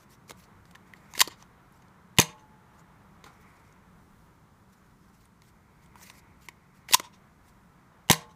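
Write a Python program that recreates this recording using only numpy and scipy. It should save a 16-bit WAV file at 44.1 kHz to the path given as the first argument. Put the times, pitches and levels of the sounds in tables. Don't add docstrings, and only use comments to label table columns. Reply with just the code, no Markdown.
import sys
import numpy as np
from scipy import signal
from scipy.fft import rfft, irfft, next_fast_len
from scipy.io import wavfile
from scipy.ndimage import uniform_filter1d, map_coordinates

SR = 44100
rng = np.random.default_rng(int(sys.argv[2]) if len(sys.argv) > 2 else 0)


def generate_wav(sig):
    pcm = np.round(np.clip(np.atleast_2d(sig).T, -1, 1) * 32767).astype(np.int16)
    wavfile.write(sys.argv[1], SR, pcm)


N = 368235

# (time of the first clack [s], strength [dB], time stretch [factor])
PULLS = [(1.2034, 0.5, 1.05), (6.9339, 0, .95)]
# (time the plunger is let go [s], strength [dB])
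SHOTS = [(2.1847, 0), (8.0982, -0.6)]


def amp(db):
    return 10 ** (np.asarray(db) / 20)


def unit(x):
    return x / np.sqrt(np.mean(x ** 2) + 1e-20)


def along(points, hz):
    freqs, values = np.transpose(points)
    return np.interp(np.log(hz + 1), np.log(freqs + 1), values)


def wobble(rate):
    return map_coordinates(rng.standard_normal(int(N * rate / SR) + 4), [np.arange(N) * rate / SR])


def filtered(x, response):
    size = next_fast_len(len(x) + 8192)
    return irfft(rfft(x, size) * response(np.fft.rfftfreq(size, 1 / SR)), size)[:len(x)]


def resonances(modes):
    return lambda f: sum(amp(db) * 1j * f * width / (hz * hz - f * f + 1j * f * width)
                         for hz, width, db in modes)


def hiss(spectrum):
    return unit(filtered(rng.standard_normal(N), lambda hz: amp(along(spectrum, hz))))


def background():
    # (time [s], rumble [dB], road hiss [dB])
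    traffic = [(0.0, -59.5, -63.5), (1.0, -57.5, -61), (1.799, -60.5, -61.5), (2.44, -59, -64),
               (2.75, -59, -60.5), (3.5, -59.5, -61), (4.4, -59.5, -64.5), (5.6, -61, -66.5),
               (6.07, -58.5, -61.5), (6.5, -60.5, -65), (7.501, -61.5, -63.5), (8.35, -60.5, -64)]
    # (time when nearest [s], level [dB], fade [dB/s])
    passes = [(1.101, -70.5, 24), (3.49, -65.5, 44.5), (6.1, -68, 34.5), (6.95, -75.5, 15)]
    # (frequency [Hz], relative level [dB])
    rumble_tone = [(30, -19.5), (55, -6), (110, -4), (150, -3.5), (195, -1.5), (235, -10.5), (450, -20.5),
                   (600, -44.5)]
    road_tone = [(150, -30.5), (260, -7.5), (420, -6), (600, -8), (780, -6), (950, -2), (1350, -5),
                 (2000, -12.5), (2600, -21), (4000, -25), (5500, -50)]
    whine_tone = [(1500, -38.5), (1900, 0), (2200, 2), (2550, -6.5), (3000, -38.5)]
    breeze_tone = [(12, -20), (30, -4.5), (50, -0.5), (90, -13.5), (200, -40)]
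    microphone_tone = [(1500, -30), (2500, -3), (4400, 1), (6400, 2), (10000, -3), (15600, -6.5)]
    t = np.arange(N) / SR
    times, rumble_db, road_db = np.transpose(traffic)
    rumble = amp(np.interp(t, times, rumble_db) + 0.88 * wobble(6)) * hiss(rumble_tone)
    road = amp(np.interp(t, times, road_db) + 0.9 * wobble(15)) * hiss(road_tone)
    cars = amp(-85) + sum(amp(db - fade * np.abs(t - nearest)) for nearest, db, fade in passes)
    whine = cars * amp(1.2 * wobble(6)) * hiss(whine_tone)
    breeze = amp(-74.5 + 3.8 * wobble(3) + 4.4 * wobble(7.8)) * hiss(breeze_tone)
    return rumble + road + whine + breeze + amp(-77) * hiss(microphone_tone)


def rubbing(edge_ms=25):
    # (start [s], length [s], level [dB], swell from start to end [dB])
    rubs = [(0.0, 0.048, -65, -1), (.1, 0.051, -59, -5), (.288, 0.025, -49.5, 3), (.365, 0.085, -62, 7),
            (.665, 0.064, -70, 6), (.86, 0.21, -72.5, 6), (1.08, 0.052, -68, 13), (1.37, 0.044, -66.5, 6),
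            (1.73, 0.09, -71, -7), (2.74, 0.068, -69.5, 10), (3.3, 0.42, -73.5, -2.5), (4.69, .23, -75, -8),
            (5.0, .11, -74.5, -2.3), (5.135, 0.14, -69.5, -5), (5.43, 0.071, -67, 3), (5.82, .035, -70, 10),
            (5.965, 0.051, -64.5, -6), (6.01, .1, -52.5, 7), (6.125, .075, -60, 5),
            (6.405, 0.066, -64, 6.5), (6.75, 0.078, -69.5, -9.5), (7.445, .065, -68, -1.5)]
    # (frequency [Hz], relative level [dB])
    skin_tone = [(1200, -14), (2000, 4), (3000, -4), (5300, -0.5), (7500, -1), (9700, -6), (12000, -5),
                 (15500, -7.5)]
    t, gain = np.arange(N) / SR, np.zeros(N)
    for start, length, db, swell_db in rubs:
        progress = (t - start) / length
        gain += amp(db + swell_db * (np.clip(progress, 0, 1) - 0.5)) * (progress > 0) * (progress < 1)
    gain = np.abs(uniform_filter1d(gain, size=round(edge_ms * SR / 1000)))
    spectra = signal.stft(hiss(skin_tone), nperseg=256)[2]
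    patches = uniform_filter1d(rng.standard_normal(spectra.shape), size=5, axis=0)
    patches = uniform_filter1d(patches, size=10, axis=1)
    skin = signal.istft(spectra * amp(3 * unit(patches)), nperseg=256)[1][:N]
    return gain * unit(skin * amp(2.5 * wobble(60) + 1.4 * wobble(300)))


def plastic(f, scatter_db=0):
    # (pitch [Hz], width [Hz], level [dB])
    shell = [(1044, 220, -1), (1970, 160, -1.5), (2126, 82, -2.5), (3000, 680, -8), (3660, 310, -2.5),
             (4500, 910, -7), (6200, 770, -4.5), (7150, 80, -5), (9500, 410, -12.5), (10900, 1000, -15)]
    modes = [(hz, width, db + scatter_db * rng.standard_normal()) for hz, width, db in shell]
    click = amp(-8.5) * (1j * f / (800 + 1j * f)) ** 2 * (13000 / (13000 + 1j * f)) ** 2
    return resonances(modes)(f) + click


def contacts(rows):
    # (pitch [Hz], width [Hz], level [dB])
    hollow = [(400, 320, 8), (810, 1200, -4.5)]
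    out, t = np.zeros(N + SR), np.arange(4096) / SR
    thin = lambda f: (1j * f / (520 + 1j * f)) ** 2
    peak = lambda x: np.sqrt(uniform_filter1d(x * x, size=60).max())
    for start, db, rise_ms, fade_ms, hz, ring_db, bright_db, knock_db in rows:
        rise = (1 - np.exp(-t * 1000 / max(rise_ms, 0.05))) ** 2
        burst = rng.standard_normal(len(t)) * amp(-60 * t * 1000 / fade_ms) * rise
        tilt = lambda f: amp(bright_db * np.log2(np.clip(f, 800, SR) / 3000))
        chatter = filtered(burst, lambda f: plastic(f, scatter_db=1.5) * tilt(f) * thin(f))
        blow = np.linalg.norm(burst) * (np.arange(len(t)) == round(2 * rise_ms * SR / 1000))
        spot = resonances([(hz, hz * 0.096, ring_db)])
        clack = chatter + filtered(0.798 * blow + 0.58 * burst, lambda f: spot(f) * thin(f))
        knock = filtered(burst, resonances(hollow))
        hit = clack / peak(clack) + amp(knock_db) * knock / peak(knock)
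        out[round(start * SR):][:len(t)] += amp(db) * hit
    return out[:N]


def tapping(rise_ms=0.32, bright_db=-6.5):
    # (time [s], level [dB], time to fade 60 dB [ms], pitch [Hz], ring [dB], knock [dB])
    taps = [(0.295, -41.5, 30, 6740, -3, -3), (0.307, -47.5, 23, 5360, -2, 11.5),
            (0.317, -48, 15, 3060, 6, 2.5), (.654, -52.5, 22, 5100, -3, -18),
            (0.71, -62, 24, 7900, -5, 11.5), (0.75, -47.5, 10, 3000, 3, -20),
            (0.754, -42, 25, 1850, 17, -28), (0.936, -39, 12, 1930, 37, -33),
            (1.1372, -37.5, 12, 6500, 6, -17.5), (1.2746, -33, 23, 4500, 9, 2.5),
            (1.281, -37, 22, 1010, 15, -6), (1.4244, -45.5, 16, 6000, 6, -29),
            (1.723, -61, 27, 10840, 9, -27), (1.821, -59, 28, 6550, -3, -25),
            (1.883, -62, 12.6, 4510, 8, -15), (3.725, -58, 20.5, 6500, 7.5, -25),
            (5.255, -57.5, 25, 8850, 9.5, -25.5), (5.4196, -51.5, 8.8, 4500, 8, -17),
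            (5.86, -57, 20, 8040, 3, -26), (5.956, -43, 18.4, 960, 36, -20),
            (6.012, -51, 36, 1480, 5.4, -12), (6.099, -40.5, 15, 2060, 10, -12),
            (6.4857, -34, 22, 2120, 15.5, -11), (6.9972, -29.5, 16.5, 1020, 7, 0)]
    return contacts([(start, db, rise_ms, fade_ms, hz, ring_db, bright_db, knock_db)
                     for start, db, fade_ms, hz, ring_db, knock_db in taps])


def rod_scrape():
    # (delay from the first clack before stretching [ms], relative level [dB])
    drag = [(-52.5, -47.5), (-15.5, -38.5), (-6, -27)]
    delays_ms, levels_db = np.transpose(drag)
    t, gain = np.arange(N) / SR, np.zeros(N)
    for start, db, stretch in PULLS:
        gain += amp(db + np.interp(t, start + stretch * delays_ms / 1000, levels_db, -200, -200))
    grit = rng.standard_normal(N) * amp(2.1 * wobble(290))
    return np.abs(uniform_filter1d(gain, size=200)) * amp(-6.5) * unit(filtered(grit, plastic))


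def catch_clacks():
    # (delay before stretching [ms], level [dB], rise [ms], time to fade 60 dB [ms],
    # pitch [Hz], ring [dB], brightness [dB/octave], knock [dB])
    hits = [(-50, -35.5, 0.76, 80, 2100, 13.5, -6.5, -23.5), (-25.5, -39.5, 1.3, 16, 2900, 3.5, -6.5, 7.5),
            (-10.5, -22.5, 1.8, 23, 4500, 7.5, 0, -27.5), (1, -11.5, 0.64, 22, 2900, 4, -0.9, -26.5),
            (8.3, -8.5, 1.8, 19, 1010, 7, -1.26, -20.5)]
    return contacts([(start + stretch * ms / 1000, strength_db + db, *tone)
                     for start, strength_db, stretch in PULLS for ms, db, *tone in hits])


def plunger_slam():
    # (delay [ms], level [dB], rise [ms], time to fade 60 dB [ms],
    # pitch [Hz], ring [dB], brightness [dB/octave], knock [dB])
    hits = [(-18, -53, .5, 16, 3100, 6, -1, -18.5), (-10.5, -38.5, .26, 13, 2900, 5, -4.5, -9),
            (0.5, -7.5, 0.45, 17, 2970, 3.5, -3, -20.5), (7, -15, 0.78, 23, 2400, 9, -9, -7),
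            (14.5, -8, .17, 16, 6260, 5.3, -1, -23.5), (27, -21.5, 0.27, 18, 2700, 6, 0, -21.5),
            (31.5, -20, .28, 15, 2500, 6.4, -1, -29), (37, -28, 0.66, 25, 2000, 14, -4.5, -18.5),
            (43.5, -30, .52, 10, 4300, 4.5, -3, -19.5)]
    return contacts([(start + ms / 1000, strength_db + db, *tone)
                     for start, strength_db in SHOTS for ms, db, *tone in hits])


def air_and_spring(push_delay_ms=1.85, push_ms=7.05, pop_delay_ms=7.6, bass_hz=50):
    # (pitch [Hz], level [dB], time to fade 60 dB [s])
    spring = [(160, -27, 0.23), (190, -41, 0.25), (474, -41, 0.43), (608, -41.5, 0.37), (813, -43, 0.27),
              (862, -52, 1.9), (982, -42, 0.27), (1061, -43.5, 0.59), (1099.6, -54.5, .9)]
    out, t = np.zeros(N + SR), np.arange(SR) / SR
    cycle = np.minimum(t * 1000 / push_ms, 1)
    push = amp(-9.8) * np.sqrt(cycle) * np.sin(2 * np.pi * cycle)
    pop = amp(-6.5) * np.exp(-((t * 1000 - pop_delay_ms) / 0.42) ** 2)
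    for start, strength_db in SHOTS:
        ring = np.zeros(SR)
        for hz, db, fade_s in spring:
            chafe_db = rng.normal(0, 2.2) + 2.3 * wobble(35)[:SR]
            ring += amp(db + chafe_db - 60 * t / fade_s) * np.sin(2 * np.pi * (hz * t + rng.random()))
        ring *= 1 - np.exp(-t / 0.0072)
        out[round((start + push_delay_ms / 1000) * SR):][:SR] += amp(strength_db) * (push + pop + ring)
    return filtered(out[:N], lambda f: 1j * f / (bass_hz + 1j * f))


def dart_landing():
    # (time [s], level [dB], rise [ms], time to fade 60 dB [ms],
    # pitch [Hz], ring [dB], brightness [dB/octave], knock [dB])
    hits = [(3.2405, -43.5, 0.27, 28, 3570, 4, -8.5, -1), (3.255, -45.5, 4.9, 98, 1270, 31, -16, -10)]
    return contacts(hits)


def garden(x, near_db, echo_dbs):
    # (frequency [Hz], time to fade 60 dB [s])
    fade_times = [(200, 0.22), (700, 0.33), (2000, 0.23), (5000, 0.2), (9000, 0.18), (14000, 0.13)]
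    # (delay [s], time to fade 20 dB [s], treble lost above [Hz])
    walls = [(.088, .035, 5000), (.186, .03, 7000)]
    hz, t, spectra = signal.stft(rng.standard_normal(SR // 2), SR, nperseg=256)
    shape = amp(near_db - 60 * t / along(fade_times, hz)[:, None])
    for (delay, fade_s, loss_hz), db in zip(walls, echo_dbs):
        age = np.clip(t - delay, 0, 1)
        echo = amp(db - 20 * age / fade_s) * (1 - np.exp(-age / 0.0073))
        shape += echo / (1 + (hz[:, None] / loss_hz) ** 2)
    tail = signal.istft(spectra * shape, SR, nperseg=256)[1]
    return signal.fftconvolve(x, np.pad(tail, (200, 0)))[:N]


def scene():
    priming = catch_clacks() + rod_scrape()
    slam, taps, air, landing = plunger_slam(), tapping(), air_and_spring(), dart_landing()
    echoes = (garden(priming, near_db=-51.5, echo_dbs=[-52, -63])
              + garden(slam, near_db=-42.5, echo_dbs=[-58, -66])
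              + garden(air, near_db=-54.5, echo_dbs=[-68, -78])
              + garden(taps, near_db=-47.5, echo_dbs=[-66, -76])
              + garden(landing, near_db=-33.5, echo_dbs=[-60, -70]))
    return (taps + priming + slam + air + landing + echoes + rubbing() + background())[None]


def record(dry):
    ceiling, top_hz = 1.1, 15350
    soft = dry[0] / (1 + np.abs(dry[0] / ceiling) ** 6) ** (1 / 6)
    return filtered(soft, lambda hz: 1 / np.sqrt(1 + (hz / top_hz) ** 240))[None]


dry = scene()
out = record(dry)
generate_wav(out)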